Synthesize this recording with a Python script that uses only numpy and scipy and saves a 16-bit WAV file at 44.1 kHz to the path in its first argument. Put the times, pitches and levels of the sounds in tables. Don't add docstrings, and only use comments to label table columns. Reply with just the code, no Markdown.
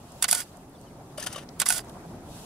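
import sys
import numpy as np
from scipy import signal
from scipy.fft import rfft, irfft, next_fast_len
from scipy.io import wavfile
from scipy.ndimage import uniform_filter1d, map_coordinates

SR = 44100
rng = np.random.default_rng(int(sys.argv[2]) if len(sys.argv) > 2 else 0)


def ratio(d):
    e = np.asarray(d, float) / 20
    return 10 ** e


def wav_out(sig):
    wavfile.write(sys.argv[1], SR, np.round(np.clip(np.atleast_2d(sig).T, -1, 1) * 32767).astype(np.int16))


N = 108045

# (time [s], level [dB])
NEAR_SHOTS = [
    (0.2241, 0),
    (1.5995, 0),
]


def unit(x):
    return x / np.sqrt(np.mean(x ** 2) + 1e-20)


def along(points, hz):
    f, value = np.transpose(points)
    return np.interp(np.log(hz + 1), np.log(f + 1), value)


def curve(rows, start=0):
    s, db = np.transpose(rows)
    return np.interp(np.arange(N) / SR - start, s, db, left=-120, right=-120)


def wobble(rate):
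    knots = rng.standard_normal(int(N * rate / SR) + 4)
    return map_coordinates(knots, [np.arange(N) * rate / SR])


def filtered(x, response):
    m = next_fast_len(N + SR // 2)
    return irfft(rfft(x, m) * response(np.fft.rfftfreq(m, 1 / SR)), m)[..., :N]


def ringing(x, peaks):
    def response(hz):
        total = 0
        for k, (centre, width, db) in enumerate(peaks):
            resonance = 1j * hz * width / (centre ** 2 - hz ** 2 + 1j * hz * width)
            total = total + (-1) ** k * ratio(db) * resonance
        return total / np.sqrt(np.mean(np.abs(total) ** 2))
    return filtered(x, response)


def rattle():
    own_db, spiky_db = -4, 2
    noise = rng.standard_normal((3, N))
    pair = noise[0] + ratio(own_db) * noise[1:]
    return unit(pair * ratio(spiky_db * wobble(1500) + wobble(350)))


def burst(s, rise_ms, t60_ms):
    ms = (np.arange(N) / SR - s) * 1000
    db = np.where(ms < 0, -40 * (ms / rise_ms) ** 2, -60 * ms / t60_ms)
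    return ratio(np.maximum(db, -150))


def placed(x, pan, lead):
    def response(hz):
        left = ratio(along(pan, hz) / 2) * np.exp(0.5j * along(lead, hz))
        return np.array([left, 1 / left])
    return filtered(x, response)


def near_camera():
    # (time after release [s], blade level [dB], body level [dB], rise [ms], t60 [ms])
    contacts = [(-.003, -44.5, -51, 11, 20), (.0016, -15.5, -27.5, 4.3, 21), (.0055, -25, -34.5, 4.7, 32),
                (.012, -28.5, -34, 5.4, 27), (0.0190, -21, -23.5, 6.5, 28), (0.058, -28, -50, 1.6, 60),
                (0.065, -24, -31.5, 10, 66), (0.025, -38, -29, 5, 47), (0.0886, -15, -48, 2.6, 10),
                (0.091, -25, -58, 2, 11), (.0995, -28, -34, 5, 22), (.1046, -18.5, -27, 4.3, 32),
                (0.1243, -21.5, -34, 2.9, 47), (.181, -29.5, -41.5, 5.8, 39), (0.185, -35, -46, 4.5, 33),
                (.193, -51, -35, 2.6, 17)]
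    # (time after release [s], level [dB])
    motor_curve = [(.044, -70), (0.0553, -50), (.058, -41), (.095, -27), (.13, -31.5), (.175, -32),
                   (.195, -40.5), (.208, -43.5), (0.223, -64)]
    # (frequency [Hz], width [Hz], level [dB])
    blade_modes = [(3470, 400, -13), (4650, 420, -6), (6280, 3200, -9.5), (8020, 880, -2.5),
                   (9290, 750, -3), (10430, 910, -2.5), (12600, 2200, -11)]
    body_modes = [(789, 610, -7), (1555, 700, -0.5), (2144, 295, 1.5), (2730, 650, -4), (3450, 490, -1),
                  (4370, 1800, -7)]
    frame_modes = [(722, 52, -6.5), (893, 44, -10), (1500, 100, -13)]
    # (time after release [s], level [dB])
    blows = [
        (.0195, -17.5),
        (.064, -17),
        (.1034, -4.5),
        (.1245, -15.5),
    ]
    # (time after release [s], frequency [Hz], level [dB], t60 [ms])
    parts = [(.0005, 3610, -22, 15), (.0005, 8200, -12, 10), (.0003, 9800, -11, 9), (.0005, 6900, -20, 10),
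             (.0005, 2220, -30, 18), (.0183, 1480, -24.5, 30), (.0172, 2050, -28.5, 20),
             (.0182, 4510, -22, 14), (.0182, 6480, -18, 12), (.0182, 8300, -26, 12),
             (.0200, 750, -36.5, 40), (.0620, 2020, -33, 30), (.0640, 9870, -22, 18),
             (.0640, 6930, -30, 18), (.0879, 10200, -2.5, 7), (.0879, 9560, -4, 7), (.0877, 7700, -26, 7),
             (.0877, 5910, -19, 8), (.0877, 4610, -33, 12), (.0912, 10800, -11, 9), (.1033, 1470, -23, 44),
             (.1038, 12300, -21, 8), (.0185, 1130, -31, 24), (.0005, 12400, -23, 8), (.0625, 1150, -31, 24),
             (.1035, 9320, -11, 9), (.1035, 8400, -11, 9), (.1035, 11200, -8.5, 9),
             (.1038, 2500, -25.5, 23), (.1038, 5570, -21, 11), (.1235, 9900, -26, 14),
             (.1240, 1474, -32.5, 52)]
    # (frequency [Hz], left leads by [rad])
    pan_points = [(60, 2), (180, -12), (550, -1.5), (1650, -5), (4970, -8), (15000, -2.5)]
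    lead_points = [(300, -0.5), (3000, 0.68), (6500, -1.23), (10000, -1.5), (15000, -2.4)]
    near = cycle(NEAR_SHOTS, contacts, motor_curve, blade_modes, body_modes, motor_body_db=-11)
    near = near + gear() + lever()
    near = near + knocks(NEAR_SHOTS, blows, frame_modes) + rings(NEAR_SHOTS, parts)
    return placed(near, pan_points, lead_points)


def far_camera():
    # (time [s], level [dB])
    shots = [
        (1.1783, 0),
    ]
    # (time after release [s], blade level [dB], body level [dB], rise [ms], t60 [ms])
    contacts = [(.002, -35, -43, 8, 31), (0.025, -35.5, -55, 14, 40), (.0495, -33, -41, 5.8, 30),
                (.060, -36, -43, 6.8, 60), (.084, -37, -43, 4, 30.6), (0.087, -27.5, -33, 3, 30),
                (0.093, -28, -32.5, 10, 40), (0.151, -35, -48, 6.6, 60), (0.17, -64, -41.5, 4, 25),
                (0.184, -38, -39.5, 9, 60), (0.206, -44.5, -40, 14, 90)]
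    # (time after release [s], level [dB])
    motor_curve = [(-.002, -71), (.004, -48), (.066, -48), (.078, -67), (.11, -52), (.16, -51),
                   (.22, -59.5), (.258, -56), (0.279, -86)]
    # (frequency [Hz], width [Hz], level [dB])
    blade_modes = [(2860, 420, -8), (4810, 410, -4), (6000, 580, -4.5), (8940, 1800, -4), (10200, 340, 1.5),
                   (10800, 700, -5.5), (12700, 3000, -12.5)]
    body_modes = [(690, 410, 0.5), (1400, 170, 3), (1750, 380, -1.5), (3050, 520, -0.5), (3710, 280, -0.5),
                  (5850, 1600, -8.5)]
    frame_modes = [(604, 44, -1), (1157, 57, -6), (3050, 82, -24)]
    # (time after release [s], level [dB])
    blows = [
        (.003, -17),
        (.09, -29),
        (.185, -24),
    ]
    # (time after release [s], frequency [Hz], level [dB], t60 [ms])
    parts = [(.001, 4720, -37, 17), (.001, 8160, -35, 16), (.001, 10000, -38, 16), (.003, 1370, -41, 30),
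             (.049, 6340, -35, 28), (0.049, 1750, -38.5, 42), (.089, 3170, -32, 28), (.089, 6260, -33, 28),
             (.091, 1470, -36.5, 43), (.092, 9200, -34, 18), (0.17, 2960, -39, 33), (0.182, 3000, -39, 25),
             (.182, 3670, -41, 30), (.1815, 1156, -35, 40), (.1815, 580, -36, 42), (.004, 606, -38, 50),
             (.186, 3050, -38, 22), (.201, 2740, -43, 28)]
    # (frequency [Hz], left leads by [rad])
    pan_points = [(60, 0.5), (180, 0), (550, 1.5), (1650, 6.5), (4970, 5.5), (15000, 0)]
    lead_points = [(300, -0.5), (3000, 0.73), (6000, 0.9), (9500, 2), (15000, 5)]
    far = cycle(shots, contacts, motor_curve, blade_modes, body_modes, motor_body_db=3.5)
    far = far + knocks(shots, blows, frame_modes) + rings(shots, parts)
    return placed(far, pan_points, lead_points)


def cycle(shots, contacts, motor_curve, blade_modes, body_modes, motor_body_db):
    blades, body = np.zeros(N), np.zeros(N)
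    for s, db in shots:
        whirr = ratio(db + curve(motor_curve, s))
        blades = np.hypot(blades, whirr)
        body = np.hypot(body, ratio(motor_body_db) * whirr)
        for after, blade_db, body_db, rise_ms, t60_ms in contacts:
            shape = ratio(db) * burst(s + after, rise_ms, t60_ms)
            blades = np.hypot(blades, ratio(blade_db) * shape)
            body = np.hypot(body, ratio(body_db) * shape)
    return ringing(blades * rattle(), blade_modes) + ringing(body * rattle(), body_modes)


def knocks(shots, blows, frame_modes):
    push = np.zeros(N)
    for s, db in shots:
        for after, blow_db in blows:
            push[round((s + after) * SR)] = ratio(db + blow_db + rng.normal(0, 1))
    return ringing(push, frame_modes)


def rings(shots, parts):
    rise_ms, scatter_db = 1.83, 1.4
    out, t = np.zeros(N + SR), np.arange(SR // 10) / SR
    for s, db in shots:
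        for after, hz, part_db, t60_ms in parts:
            scatter, phase = rng.standard_normal(2)
            decay = ratio(db + part_db + scatter_db * scatter - 58000.0 * t / t60_ms)
            onset = 1 - np.exp(-1e3 * t / rise_ms)
            tone = np.sin(2 * np.pi * hz * t + 2 * phase)
            out[round((s + after) * SR):][:len(t)] += 2 * decay * onset * tone
    return out[:N]


def gear():
    whine_hz, sag_hz_per_s, octave_down_db = 1504, 850, -13.5
    # (time after release [s], level [dB])
    whine_curve = [(.1, -80), (0.105, -55), (.116, -52), (.121, -56), (.127, -41), (.17, -43.5),
                   (0.19, -46.5), (0.2, -65)]
    out, t = np.zeros(N), np.arange(N) / SR
    for s, db in NEAR_SHOTS:
        loaded_s = np.clip(t - s - whine_curve[0][0], 0, 0.2)
        hz = whine_hz - sag_hz_per_s * loaded_s + 18 * wobble(90)
        phase = 2 * np.pi * np.cumsum(hz) / SR
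        tone = np.sin(phase) + ratio(octave_down_db) * np.sin(phase / 2)
        out += ratio(db + curve(whine_curve, s) + 2.3 * wobble(130)) * tone
    return out


def lever():
    lever_hz, width_hz = 4900, 130
    # (time after release [s], level [dB])
    lever_curve = [(.06, -70), (.072, -38), (.082, -51), (.09, -75), (.185, -51), (.197, -48), (0.215, -57),
                   (0.224, -79)]
    tone = unit(ringing(rattle(), [(lever_hz, width_hz, 0)]))
    return tone * sum(ratio(db + curve(lever_curve, s)) for s, db in NEAR_SHOTS)


def ticks():
    t60_ms, sharpness = 19.5, 1.9
    # (time [s], peak level [dB], left over right [dB], ring [Hz])
    tick_rows = [(0.1203, -43, -2.5, 8350), (0.4918, -52, -9, 6840), (0.57, -47.5, -12, 8200),
                 (0.695, -53, -5, 10700), (0.8131, -45, -3, 7900), (1.489, -38, 5, 4650),
                 (1.846, -46.5, -0.5, 8350), (1.885, -49, -4, 6000), (1.8945, -39.5, -4, 8700),
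                 (1.8963, -46, -5, 3570), (2.0594, -53, -1.5, 10500), (2.3894, -47, 7, 5600)]
    out = np.zeros((2, N))
    for s, db, pan, hz in tick_rows:
        gain = ratio(db - 8.0 + np.array([[pan], [-pan]]) / 2)
        push = gain * burst(s + 0.00051, 2.1, t60_ms) * rng.standard_normal((2, N))
        ring = [(hz, hz / sharpness, 0)]
        out += ringing(ringing(push, ring), ring)
    return out


def bird():
    # (time [s], length [s], from [Hz], to [Hz], level [dB])
    whistles = [
        (0.735, 0.041, 3740, 3050, -65),
        (0.78, .02, 4760, 4470, -65),
        (0.833, .03, 4530, 4530, -65.5),
        (0.86, 0.037, 3200, 2730, -62.5),
    ]
    out, t = np.zeros(N), np.arange(N) / SR
    for s, length, from_hz, to_hz, db in whistles:
        u = np.clip((t - s) / length, 0, 1)
        hz = from_hz + (to_hz - from_hz) * u ** 1.4
        tone = np.sin(2 * np.pi * np.cumsum(hz) / SR)
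        out += ratio(db + 3 * wobble(150.5)) * np.sin(np.pi * u) * tone
    return out


def grass():
    # (time [s], level [dB])
    swell = [(0.0, -63), (0.33, -54), (0.5, -63), (0.63, -63), (1.15, -64), (1.31, -63.5), (2.25, -61),
             (2.45, -53)]
    # (frequency [Hz], density [dB per Hz])
    colour = [(1290, -29), (2200, -22), (2530, -3), (6870, -4), (7770, -3.5), (10800, -4.5), (15600, -15)]
    return ratio(curve(swell) + 3.5 + 1.46 * wobble(8.98)) * rush(colour, patchy_db=1.1)


def distant_air():
    # (time [s], level [dB])
    swell = [(0, -51.5), (.7, -53.5), (1.3, -51.5), (1.9, -47.5), (2.45, -51.5)]
    # (frequency [Hz], density [dB per Hz])
    colour = [(210, -24), (350, -18), (515, -2.5), (693, 0), (2500, -22), (3250, -70), (5500, -120)]
    return ratio(curve(swell) + 0.81 * wobble(9.06)) * rush(colour, patchy_db=2.0)


def wind():
    # (time [s], level [dB])
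    swell = [(0.0, -50.5), (0.44, -52.5), (0.99, -49.5), (1.27, -49), (2.14, -46.5), (2.45, -48.5)]
    # (frequency [Hz], density [dB per Hz])
    colour = [(12, -39), (20, -10.5), (157, 0), (214, -3.5), (257, -3.5), (450, -9.5), (580, -29),
              (990, -120)]
    return ratio(curve(swell) + 2 + 0.1 * wobble(6.5)) * rush(colour, patchy_db=0.5)


def rush(colour, patchy_db):
    # (frequency [Hz], correlation [-1 to 1])
    likeness = [(60, 0.95), (180, 1), (550, 0.91), (1650, 0.25), (4970, -0.25), (15000, -0.16)]
    z = signal.stft(rng.standard_normal((2, N)), nperseg=512)[2]
    patches = uniform_filter1d(rng.standard_normal(z.shape[1:]), 14, 0)
    patches = unit(uniform_filter1d(patches, 5, 1))
    pair = signal.istft(z * ratio(patchy_db * patches), nperseg=512)[1][:, :N]

    def mid_side(hz):
        angle = np.arccos(np.clip(along(likeness, hz), -1, 1)) / 2
        return ratio(along(colour, hz)) * np.array([np.cos(angle), np.sin(angle)])

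    mid, side = filtered(pair, mid_side)
    return unit(np.array([mid + side, mid - side]))


def scene():
    cameras = near_camera() + far_camera()
    plain = grass() + distant_air() + wind()
    return cameras + ticks() + bird() + plain


def band_limit(x):
    return signal.sosfilt(signal.butter(12, 16570, fs=SR, output="sos"), x)


def record(dry):
    full_scale, knee = 0.85, 4
    edge_hz, edge_db, top_hz = 15650, -32, 16500
    soft = dry / (1 + np.abs(dry / full_scale) ** knee) ** (1 / knee)
    mix = filtered(soft, lambda hz: (hz < top_hz) * np.where(hz > edge_hz, ratio(edge_db), 1))
    return band_limit(mix)


dry = scene()
out = record(dry)
wav_out(out)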